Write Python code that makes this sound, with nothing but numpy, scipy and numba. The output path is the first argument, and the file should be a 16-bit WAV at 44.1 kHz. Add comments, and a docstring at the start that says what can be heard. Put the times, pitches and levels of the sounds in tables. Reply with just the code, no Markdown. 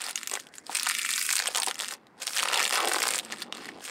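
"""A small quiet room: two hands work a pen about in its thin clear plastic sleeve, close to a microphone.
Creases snap through one by one, each a tick and the brief ring of a patch of film. Under them lie a fine
crackle of tiny buckles and sliding film, gliding strokes and a dull finger rub; now and then something pops or
clicks. The film thins in tone as it is pulled taut. The hands pause, then grip again and scrunch the open end.
Quick reflections, a short room tail and steady room tone surround the sleeve, nearly mono."""
import sys
import numpy as np
from scipy import signal
from scipy.fft import rfft, irfft
from scipy.io import wavfile
from scipy.ndimage import uniform_filter1d, minimum_filter1d
from numba import njit

SR = 44100
rng = np.random.default_rng(int(sys.argv[2]) if len(sys.argv) > 2 else 0)


def unload_audio(sound):
    """Save the sound as a 16-bit wav file, at the path given as the first command line argument."""
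    columns = np.transpose(np.atleast_2d(sound))
    # keep every value between -1 and 1, then stretch to whole-number steps
    steps = np.round(np.clip(columns, -1, 1) * 32767)
    wavfile.write(sys.argv[1], SR, steps.astype(np.int16))


N = 171990

# Large creases: flutter decay [s], trims of tick and ring [dB]
TICK_S, TICK_DB, RING_DB = 0.00044, -3.5, -4
TICK_BELOW, TICK_ABOVE = 0.25, 3.4  # edges of a snap's band, as multiples of its patch's pitch
AFTER_S, AFTER_DB = .0035, -8  # a snap sets off a neighbouring crease within this time
# Ringing patch: decay [s] at a reference pitch [Hz], rise [s], power by which higher pitches die sooner
RING_S, RING_AT_HZ, RISE_S, RING_SLOPE = 0.00057, 3000, 0.00029, .5
RING_SAG = 0.018  # share by which the pitch relaxes as the patch settles
# Fine crackle: mean rate, spread of buckle sizes [dB], sliding film against the buckles [dB]
BUCKLES_PER_S, BUCKLE_SPREAD_DB, SLIDE_DB = 950, 6, -9
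BUCKLE_TICK = 1.88  # gain of a buckle's tick against a ring at RING_AT_HZ
LOW_HZ, MIDDLE_HZ, TREBLE_HZ = 319, 1100, 5000  # lower edges of the crackle's bands
# Treble above FIZZ_HZ gains FIZZ_GROWTH dB per dB of treble level over FIZZ_AT_DB, and loses as much under it
FIZZ_HZ, FIZZ_AT_DB, FIZZ_GROWTH = 10600, -27, .35
HOLLOW_WIDTH_HZ = 490  # bandwidth of each of the hollow's two poles
FILM_DAMPING = 1.082
POP_T60_S, POP_AT_HZ = 0.0085, 1000  # lower pops ring longer
POP_TICK_DB, POP_LOW_HZ = -9, 332  # level of the tick that starts a pop; pops carry little bass
DESK_DB, DESK_S = -9, 0.0059  # reflections: level, decay
ROOM_DB, SIDE_GAIN = -33.5, 0.052  # tail level; gain of the second tail that makes the side signal
AIR_DB = -59
CEILING, EDGE_HZ = .29, 15850  # limiter height, upper band edge


def amp(db):
    """Decibels to gain."""
    return 10 ** (np.asarray(db) / 20)


def unit(x):
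    """Scales to rms 1."""
    return x / np.sqrt(np.mean(x ** 2) + 1e-20)


def read(points, hz):
    """Reads a table along log frequency."""
    f, value = np.transpose(points)
    return np.interp(np.log(hz + 1), np.log(f + 1), value)


def colour(x, points, size=2048):
    """Causal minimum-phase filter with the given spectrum; keeps the power of white noise."""
    log_gain = np.log(amp(read(points, abs(np.fft.fftfreq(size, 1 / SR)))))
    response = np.exp(np.conj(signal.hilbert(log_gain)))
    taps = np.fft.ifft(response).real[:size // 2]
    return signal.oaconvolve(x, taps / np.linalg.norm(taps))[:len(x)]


def above(x, hz, order=8):
    """The part of a sound above a soft edge; with what lies below it adds up to the whole."""
    f = np.fft.rfftfreq(N, 1 / SR)
    return irfft(rfft(x) * f ** order / (f ** order + float(hz) ** order), N)


def add(mix, s, sound):
    """Mixes a sound in at a time."""
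    part = mix[max(round(s * SR), 0):][:len(sound)]
    part += sound[:len(part)]


def burst(x):
    """Gives a short sound the energy of 2 ms at rms 1."""
    return x * np.sqrt(.002 * SR / np.sum(x ** 2))


def tick(size=600):
    """A crease jumps: one sharp kick and a quickly dying flutter."""
    t = np.arange(size) / SR
    flutter = rng.standard_normal(size) * np.exp(-t / TICK_S)
    flutter[0] += 2 * rng.choice([-1, 1])
    return burst(flutter)


def ring(hz, size=900):
    """A patch of film swings for a few cycles, its pitch relaxing."""
    t = np.arange(size) / SR
    life = RING_S * (RING_AT_HZ / hz) ** RING_SLOPE
    turns = np.cumsum(hz * (1 + RING_SAG * (np.exp(-t / life) - .5))) / SR
    swing = np.sin(2 * np.pi * (turns + rng.random()))
    return burst((1 - np.exp(-t / RISE_S)) * np.exp(-t / life) * swing)


def snaps():
    """The large creases: a tick, a ring and a weaker after-tick; large patches tick duller than small ones."""
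    # Creases snapping: (time [s], level before the tick and ring trims [dB], ring pitch [Hz])
    creases = [(0.0183, -28, 8450), (0.0427, -28.5, 8400), (0.1096, -27.5, 9200), (0.1576, -19.5, 6720),
               (0.177, -28.5, 3080), (0.232, -28.5, 7940), (0.2737, -21.5, 7700), (0.297, -27, 8000),
               (0.3141, -27, 7940), (0.3385, -21, 6420), (0.3536, -25, 2360), (0.399, -33, 6460),
               (0.4691, -43, 3270), (0.488, -51.5, 4400), (0.5393, -40.5, 1940), (0.583, -33.5, 7100),
               (0.6668, -35, 4900), (0.75, -16.5, 8360), (0.755, -20.5, 2480), (0.769, -14, 8500),
               (0.7974, -22, 5700), (0.8245, -30, 5300), (0.832, -21.5, 9500), (0.86, -25.5, 2980),
               (0.867, -20.5, 1560), (0.8708, -17, 1520), (0.8889, -20, 8700), (0.893, -23, 9150),
               (0.8981, -19.5, 1920), (0.9105, -21, 2560), (0.9172, -24, 3470), (0.9502, -19, 2220),
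               (0.9865, -22.5, 9200), (0.9926, -25, 2560), (1.0155, -26, 3370), (1.049, -25.5, 1400),
               (1.0618, -24, 2520), (1.0913, -23, 2460), (1.106, -19, 9400), (1.1144, -22, 4700),
               (1.1373, -22, 3700), (1.1673, -26, 9400), (1.179, -23, 4520), (1.1826, -29, 1620),
               (1.2143, -23, 2240), (1.291, -23, 1930), (1.3047, -18, 6850), (1.311, -20.5, 2480),
               (1.3266, -11, 7900), (1.3346, -25, 1550), (1.355, -16, 8300), (1.3653, -18, 8700),
               (1.3697, -22.5, 9800), (1.382, -21, 5000), (1.3913, -15, 4370), (1.4, -20.5, 1810),
               (1.4226, -21.5, 1710), (1.4581, -23, 2040), (1.471, -17.5, 2980), (1.477, -16.5, 8800),
               (1.5486, -22, 3050), (1.5579, -21, 2980), (1.5618, -22, 6800), (1.5729, -17, 9350),
               (1.583, -19, 6940), (1.6009, -22, 8600), (1.6206, -23, 4730), (1.6327, -17.5, 8200),
               (1.6436, -29, 9800), (1.6645, -21.5, 8400), (1.6845, -22, 9100), (1.7117, -21, 3100),
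               (1.744, -34, 5170), (1.7556, -31, 3250), (1.7917, -26, 8400), (1.801, -26.5, 3350),
               (1.8077, -22.5, 3240), (1.8455, -27, 3170), (1.8834, -28, 8700), (1.91, -30.5, 3900),
               (1.9379, -31.5, 5000), (2.069, -51, 3850), (2.2187, -30.5, 2720), (2.2317, -31, 7400),
               (2.2693, -21, 5560), (2.2776, -24, 3650), (2.3338, -28, 5760), (2.3649, -23, 5300),
               (2.3744, -23.5, 2980), (2.384, -20, 4270), (2.391, -21, 1980), (2.397, -19, 3000),
               (2.425, -22, 8400), (2.43, -17.5, 1100), (2.4356, -20.5, 8800), (2.456, -22.5, 1180),
               (2.4864, -19.5, 2860), (2.5279, -24, 1760), (2.5323, -17, 2670), (2.542, -12, 3060),
               (2.558, -19, 2860), (2.5707, -25, 980), (2.5754, -19.5, 3060), (2.5857, -24, 2900),
               (2.5943, -13, 2480), (2.602, -15, 2550), (2.607, -21.5, 1110), (2.614, -22.5, 1850),
               (2.6224, -22.5, 2940), (2.6283, -17, 5640), (2.6371, -26, 2350), (2.6425, -19, 8400),
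               (2.6526, -16.5, 2920), (2.6629, -21.5, 2700), (2.678, -22, 7160), (2.6946, -22, 8400),
               (2.7088, -20.5, 3070), (2.734, -23, 5370), (2.7438, -31, 4650), (2.756, -15, 4700),
               (2.7797, -21, 1410), (2.8552, -25.5, 8500), (2.8739, -21, 3320), (2.885, -23.5, 8740),
               (2.9347, -16.5, 8400), (2.945, -23.5, 1120), (2.96, -25, 2110), (3.02, -18, 2020),
               (3.0292, -17.5, 8800), (3.0378, -21.5, 1330), (3.0547, -26, 1220), (3.0714, -22, 1040),
               (3.081, -19, 8800), (3.1066, -21, 9300), (3.1368, -22.5, 2580), (3.1574, -19.5, 7500),
               (3.181, -24, 9500), (3.1887, -19.5, 8400), (3.197, -26, 3850), (3.2497, -35, 8440),
               (3.323, -25, 2000), (3.4205, -27.5, 4500), (3.424, -29.5, 4800), (3.55, -35, 3600),
               (3.571, -35.5, 4330), (3.6462, -40, 2280), (3.6568, -38, 4380), (3.8538, -42, 5860)]
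    # Colour of a tick: (frequency [Hz], relative level [dB])
    tick_colour = [(100, -29), (400, -7), (1000, 3), (2400, 5.5), (6300, 2.5), (8700, 5.5), (10500, -4.5),
                   (13500, -5), (16000, -14.5)]
    out = np.zeros(N)
    body = colour(np.r_[1, np.zeros(599)], tick_colour)
    for s, db, hz in creases:
        low, high = np.clip([hz * TICK_BELOW, hz * TICK_ABOVE], 1, .48 * SR)
        low_cut = signal.butter(2, low, "high", fs=SR, output="sos")
        high_cut = signal.butter(1, high, fs=SR, output="sos")
        band = np.vstack([low_cut, high_cut])
        for delay, drop_db in [(0, 0), (AFTER_S * rng.random(), AFTER_DB)]:
            crack = signal.sosfilt(band, np.convolve(tick(), body))
            add(out, s + delay, amp(db + TICK_DB + drop_db) * burst(crack))
        patch = signal.sosfilt(band, ring(hz))
        add(out, s, amp(db + RING_DB) * burst(patch))
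    return out


def crackle(count=48):
    """Many tiny buckles of all sizes over the hiss of sliding film, swelling in three bands."""
    # Fine crackle before the band trims: (time [s], low level [dB], middle level [dB], treble level [dB])
    crackle_levels = [(0.019, -49.5, -36.5, -42.5), (0.093, -40, -35, -36), (0.139, -53, -50, -56),
                      (0.175, -64, -41, -41.5), (0.258, -62, -46, -51), (0.308, -55, -47, -46),
                      (0.337, -37.5, -34, -38), (0.419, -67, -49.5, -50), (0.504, -59, -78, -79),
                      (0.555, -74, -50, -45.5), (0.627, -70, -73, -68.5), (0.721, -48, -38, -38.5),
                      (0.893, -55, -35, -37.5), (1.247, -83, -37.5, -29), (1.491, -38, -35.5, -43.5),
                      (1.541, -56, -46, -41), (1.554, -33.5, -26.5, -46), (1.646, -69, -51, -42),
                      (1.684, -32, -30.5, -34.5), (1.746, -63, -54, -56.5), (1.821, -41, -34, -35),
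                      (1.866, -64, -40, -43), (1.927, -44, -38, -37), (1.995, -67, -68.5, -83.5),
                      (2.156, -67.5, -74, -81.5), (2.223, -42, -33.5, -35.5), (2.255, -66, -48, -47),
                      (2.27, -44, -39.5, -37.5), (2.33, -57, -41.5, -37.5), (2.375, -44.5, -28, -31.5),
                      (2.43, -42, -35, -39.5), (2.569, -33, -26.5, -38.5), (2.699, -44.5, -40.5, -39),
                      (2.727, -33.5, -25.5, -30.5), (2.859, -35.5, -29.5, -39), (2.898, -35, -31, -34),
                      (3.159, -42.5, -31, -33), (3.218, -48, -49, -51), (3.288, -50.5, -45, -54.5),
                      (3.323, -42.5, -36.5, -45), (3.368, -54, -46.5, -51), (3.413, -53.5, -36.5, -38.5),
                      (3.502, -47, -62, -83), (3.542, -47, -45.5, -54), (3.677, -51, -41, -51),
                      (3.725, -50, -51, -64), (3.783, -47, -53.5, -63), (3.85, -58.5, -40, -38),
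                      (3.896, -46.5, -36.5, -43)]
    # Colour of the fine crackle: (frequency [Hz], relative level [dB])
    film_colour = [(200, 0.5), (700, 2), (2500, 3), (3600, 0.5), (5000, 0.5), (6400, -4.5), (8600, 0.5),
                   (10500, -7.5), (13500, -10.5), (16000, -15)]
    # Trims of the bands: low [dB], middle [dB], treble [dB]
    band_trims = [-3.5, -5, -2.5]
    strength = amp(BUCKLE_SPREAD_DB * np.minimum(rng.exponential(1, N), 3.1))
    buckles = strength * (rng.random(N) < BUCKLES_PER_S / SR)
    patch = rng.integers(0, count, N)  # which pitch each buckle rings at
    slide = rng.standard_normal(N)
    grains = np.zeros(N)
    for k, hz in enumerate(np.geomspace(500, 14000, count)):
        grain = ring(hz) * np.sqrt(hz / RING_AT_HZ)
        add(grain, 0, BUCKLE_TICK * tick(size=40))
        grains += signal.oaconvolve(buckles * (patch == k), grain)[:N]
    film = colour(unit(grains) + amp(SLIDE_DB) * slide, film_colour)

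    times, *columns = np.transpose(crackle_levels)
    levels = [np.interp(np.arange(N) / SR, times, column) for column in columns]
    low, middle, treble = (above(film, hz) for hz in (LOW_HZ, MIDDLE_HZ, TREBLE_HZ))
    out = np.zeros(N)
    for band, level, trim in zip([low - middle, middle - treble, treble], levels, band_trims):
        running_rms = np.sqrt(abs(uniform_filter1d(band ** 2, size=1500)) + 1e-12)
        out += amp(level + trim) * band / running_rms
    fizz_gain = amp(FIZZ_GROWTH * (levels[-1] - FIZZ_AT_DB))
    return out + above(out, FIZZ_HZ) * (fizz_gain - 1)


def strokes():
    """Grainy friction sounds the hollow of the sleeve, whose pitch glides as its shape changes."""
    # Strokes over the film: (time [s], length [s], level [dB], start pitch [Hz], end pitch [Hz])
    slides = [(0.39, 0.3, -63, 1420, 2230), (0.792, 0.68, -42.5, 2040, 2800), (1.548, 0.1, -38, 1100, 840),
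              (2.733, 0.13, -33, 1470, 950), (2.81, 0.096, -30.5, 770, 576)]
    out = np.zeros(N)
    r = np.exp(-np.pi * HOLLOW_WIDTH_HZ / SR)
    for s, length, db, start_hz, end_hz in slides:
        done = np.clip((np.arange(N) / SR - s) / length, 0, 1)
        pitch = start_hz * (end_hz / start_hz) ** done
        turn = np.exp(2j * np.pi * np.cumsum(pitch) / SR)
        friction = rng.standard_normal(N) * rng.exponential(1, N)
        # Shift the gliding pitch down to zero, resonate there and shift back
        hollow = (turn * signal.lfilter([1], np.poly([r, r]), friction / turn)).real
        out += amp(db) * np.sin(np.pi * done) * unit(hollow)
    return out


@njit
def high_pass(x, step, damping):
    """Resonant high-pass whose edge moves from sample to sample."""
    out, low, band = np.zeros(len(x)), 0., 0.
    for i in range(len(x)):
        g = step[i]
        out[i] = (x[i] - (damping + g) * band - low) / (1 + g * (damping + g))
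        low += 2 * g * (band + g * out[i])
        band += 2 * g * out[i]
    return out


def radiate(x):
    """The film radiates little below its lowest resonance, which rises as it is pulled taut."""
    # Lowest resonance of the free film, high when taut and low when slack: (time [s], frequency [Hz])
    tautness = [(0, 520), (0.27, 1000), (0.32, 380), (0.7, 350), (0.79, 800), (0.87, 720), (0.96, 1350),
                (1.29, 1000), (1.41, 470), (2.75, 450), (2.93, 268)]
    edge_hz = np.interp(np.arange(N) / SR, *np.transpose(tautness))
    step = np.tan(np.pi * edge_hz / SR)
    return high_pass(high_pass(x, step, FILM_DAMPING), step, FILM_DAMPING)


def pops(size=2000):
    """A pop or click: a tick, then a brief ring in a few modes."""
    # Pops and clicks, all ringing in one set of modes: (time [s], level [dB], lowest mode [Hz])
    knocks = [(0.315, -36, 296), (0.353, -37, 397), (0.3728, -29.5, 567), (0.6948, -26.5, 266),
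              (1.6727, -25, 287), (2.9157, -23, 520), (2.964, -20.5, 316), (3.331, -30.5, 620),
              (3.525, -26, 1060), (3.6892, -30, 630)]
    # Modes of a pop or click: (multiple of the lowest mode, relative level [dB])
    pop_modes = [(1, -2.5), (2.81, 3), (3.55, 1.5), (5.3, -7)]
    t, out = np.arange(size) / SR, np.zeros(N)
    for s, db, hz in knocks:
        t60 = POP_T60_S * np.sqrt(POP_AT_HZ / hz)
        modes = np.zeros(size)
        for k, (ratio, mode_db) in enumerate(pop_modes):
            modes += amp(mode_db) * np.sin(2 * np.pi * hz * ratio * t) * (-1) ** k
        crack_hz = min(hz * pop_modes[-1][0] + 1500, .45 * SR)
        crack = signal.lfilter(*signal.butter(2, crack_hz, fs=SR), tick())
        add(out, s, amp(db) * burst(amp(-60 * t / t60) * modes))
        add(out, s, amp(db + POP_TICK_DB) * burst(crack))
    return signal.sosfilt(signal.butter(3, POP_LOW_HZ, "high", fs=SR, output="sos"), out)


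def fingers(level_db=-2):
    """Skin rubs and nudges the sleeve: low-coloured noise makes a soft rustle."""
    # Dull rubbing on sleeve and pen, before the trim level_db: (time [s], level [dB])
    handling = [(2.3, -65), (2.85, -53.5), (3.78, -51), (3.9, -72)]
    # Colour of the rubbing: (frequency [Hz], relative level [dB])
    finger_colour = [(30, -47.5), (80, -16.5), (140, -7), (220, 2), (350, -4), (1200, -49)]
    level = np.interp(np.arange(N) / SR, *np.transpose(handling))
    return amp(level + level_db) * unit(colour(rng.standard_normal(N), finger_colour))


def desk(x, count=4, size=900):
    """Quick reflections off hands and desk that drift steadily between four sets."""
    t, out = np.arange(size) / SR, np.zeros(N)
    place = np.arange(N) / SR * 4.846  # crossfades per second between sets of reflections
    for k in range(count):
        sparse = rng.standard_normal(size) * (rng.random(size) < .1)
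        taps = sparse * (t > .0008) * np.exp(-t / DESK_S)
        share = np.maximum(1 - abs((place - k) % count - 1), 0)
        out += signal.oaconvolve(x * np.sqrt(share), taps / np.linalg.norm(taps))[:N]
    return amp(DESK_DB) * out


def room(x, size=16384):
    """A short diffuse tail of decaying noise, each frequency dying at its own rate."""
    # Room decay: (frequency [Hz], time to fall 60 dB [s])
    decay_times = [(300, 0.38), (2000, 0.15), (8000, 0.18), (15000, 0.41)]
    hz, t, z = signal.stft(rng.standard_normal(size), SR, nperseg=256)
    fade = amp(-60 * t / read(decay_times, hz)[:, None])
    tail = signal.istft(z * fade, SR)[1]
    tail *= np.minimum(np.arange(len(tail)) / SR / .005, 1)  # builds up over 5 ms
    return amp(ROOM_DB) * signal.oaconvolve(x, tail / np.linalg.norm(tail))[:N]


def air():
    """Room tone: steady coloured noise."""
    # Colour of the room tone: (frequency [Hz], relative level [dB])
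    air_colour = [(25, -28), (260, 3), (420, -0.5), (1900, -10.5), (3300, -27.5), (16000, -43)]
    return amp(AIR_DB) * unit(colour(rng.standard_normal(N), air_colour))


def scene():
    """Everything sits in the centre, nearly mono; a very faint side signal is made from a second tail."""
    film = radiate(snaps() + crackle() + strokes())
    sleeve = film + pops() + fingers()
    mid = sleeve + desk(sleeve) + room(sleeve) + air()
    side = SIDE_GAIN * room(sleeve)
    return np.array([mid + side, mid - side])


def record(dry, size=45):
    """A fast limiter holds the tallest snaps to one height; then the band limit."""
    gain = CEILING / np.maximum(abs(dry).max(0), CEILING)
    held = dry * uniform_filter1d(minimum_filter1d(gain, size), size)
    low_pass = signal.firwin(601, EDGE_HZ, window=("kaiser", 9), fs=SR)
    return signal.oaconvolve(held, low_pass[None], "same")


dry = scene()
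out = record(dry)
unload_audio(out)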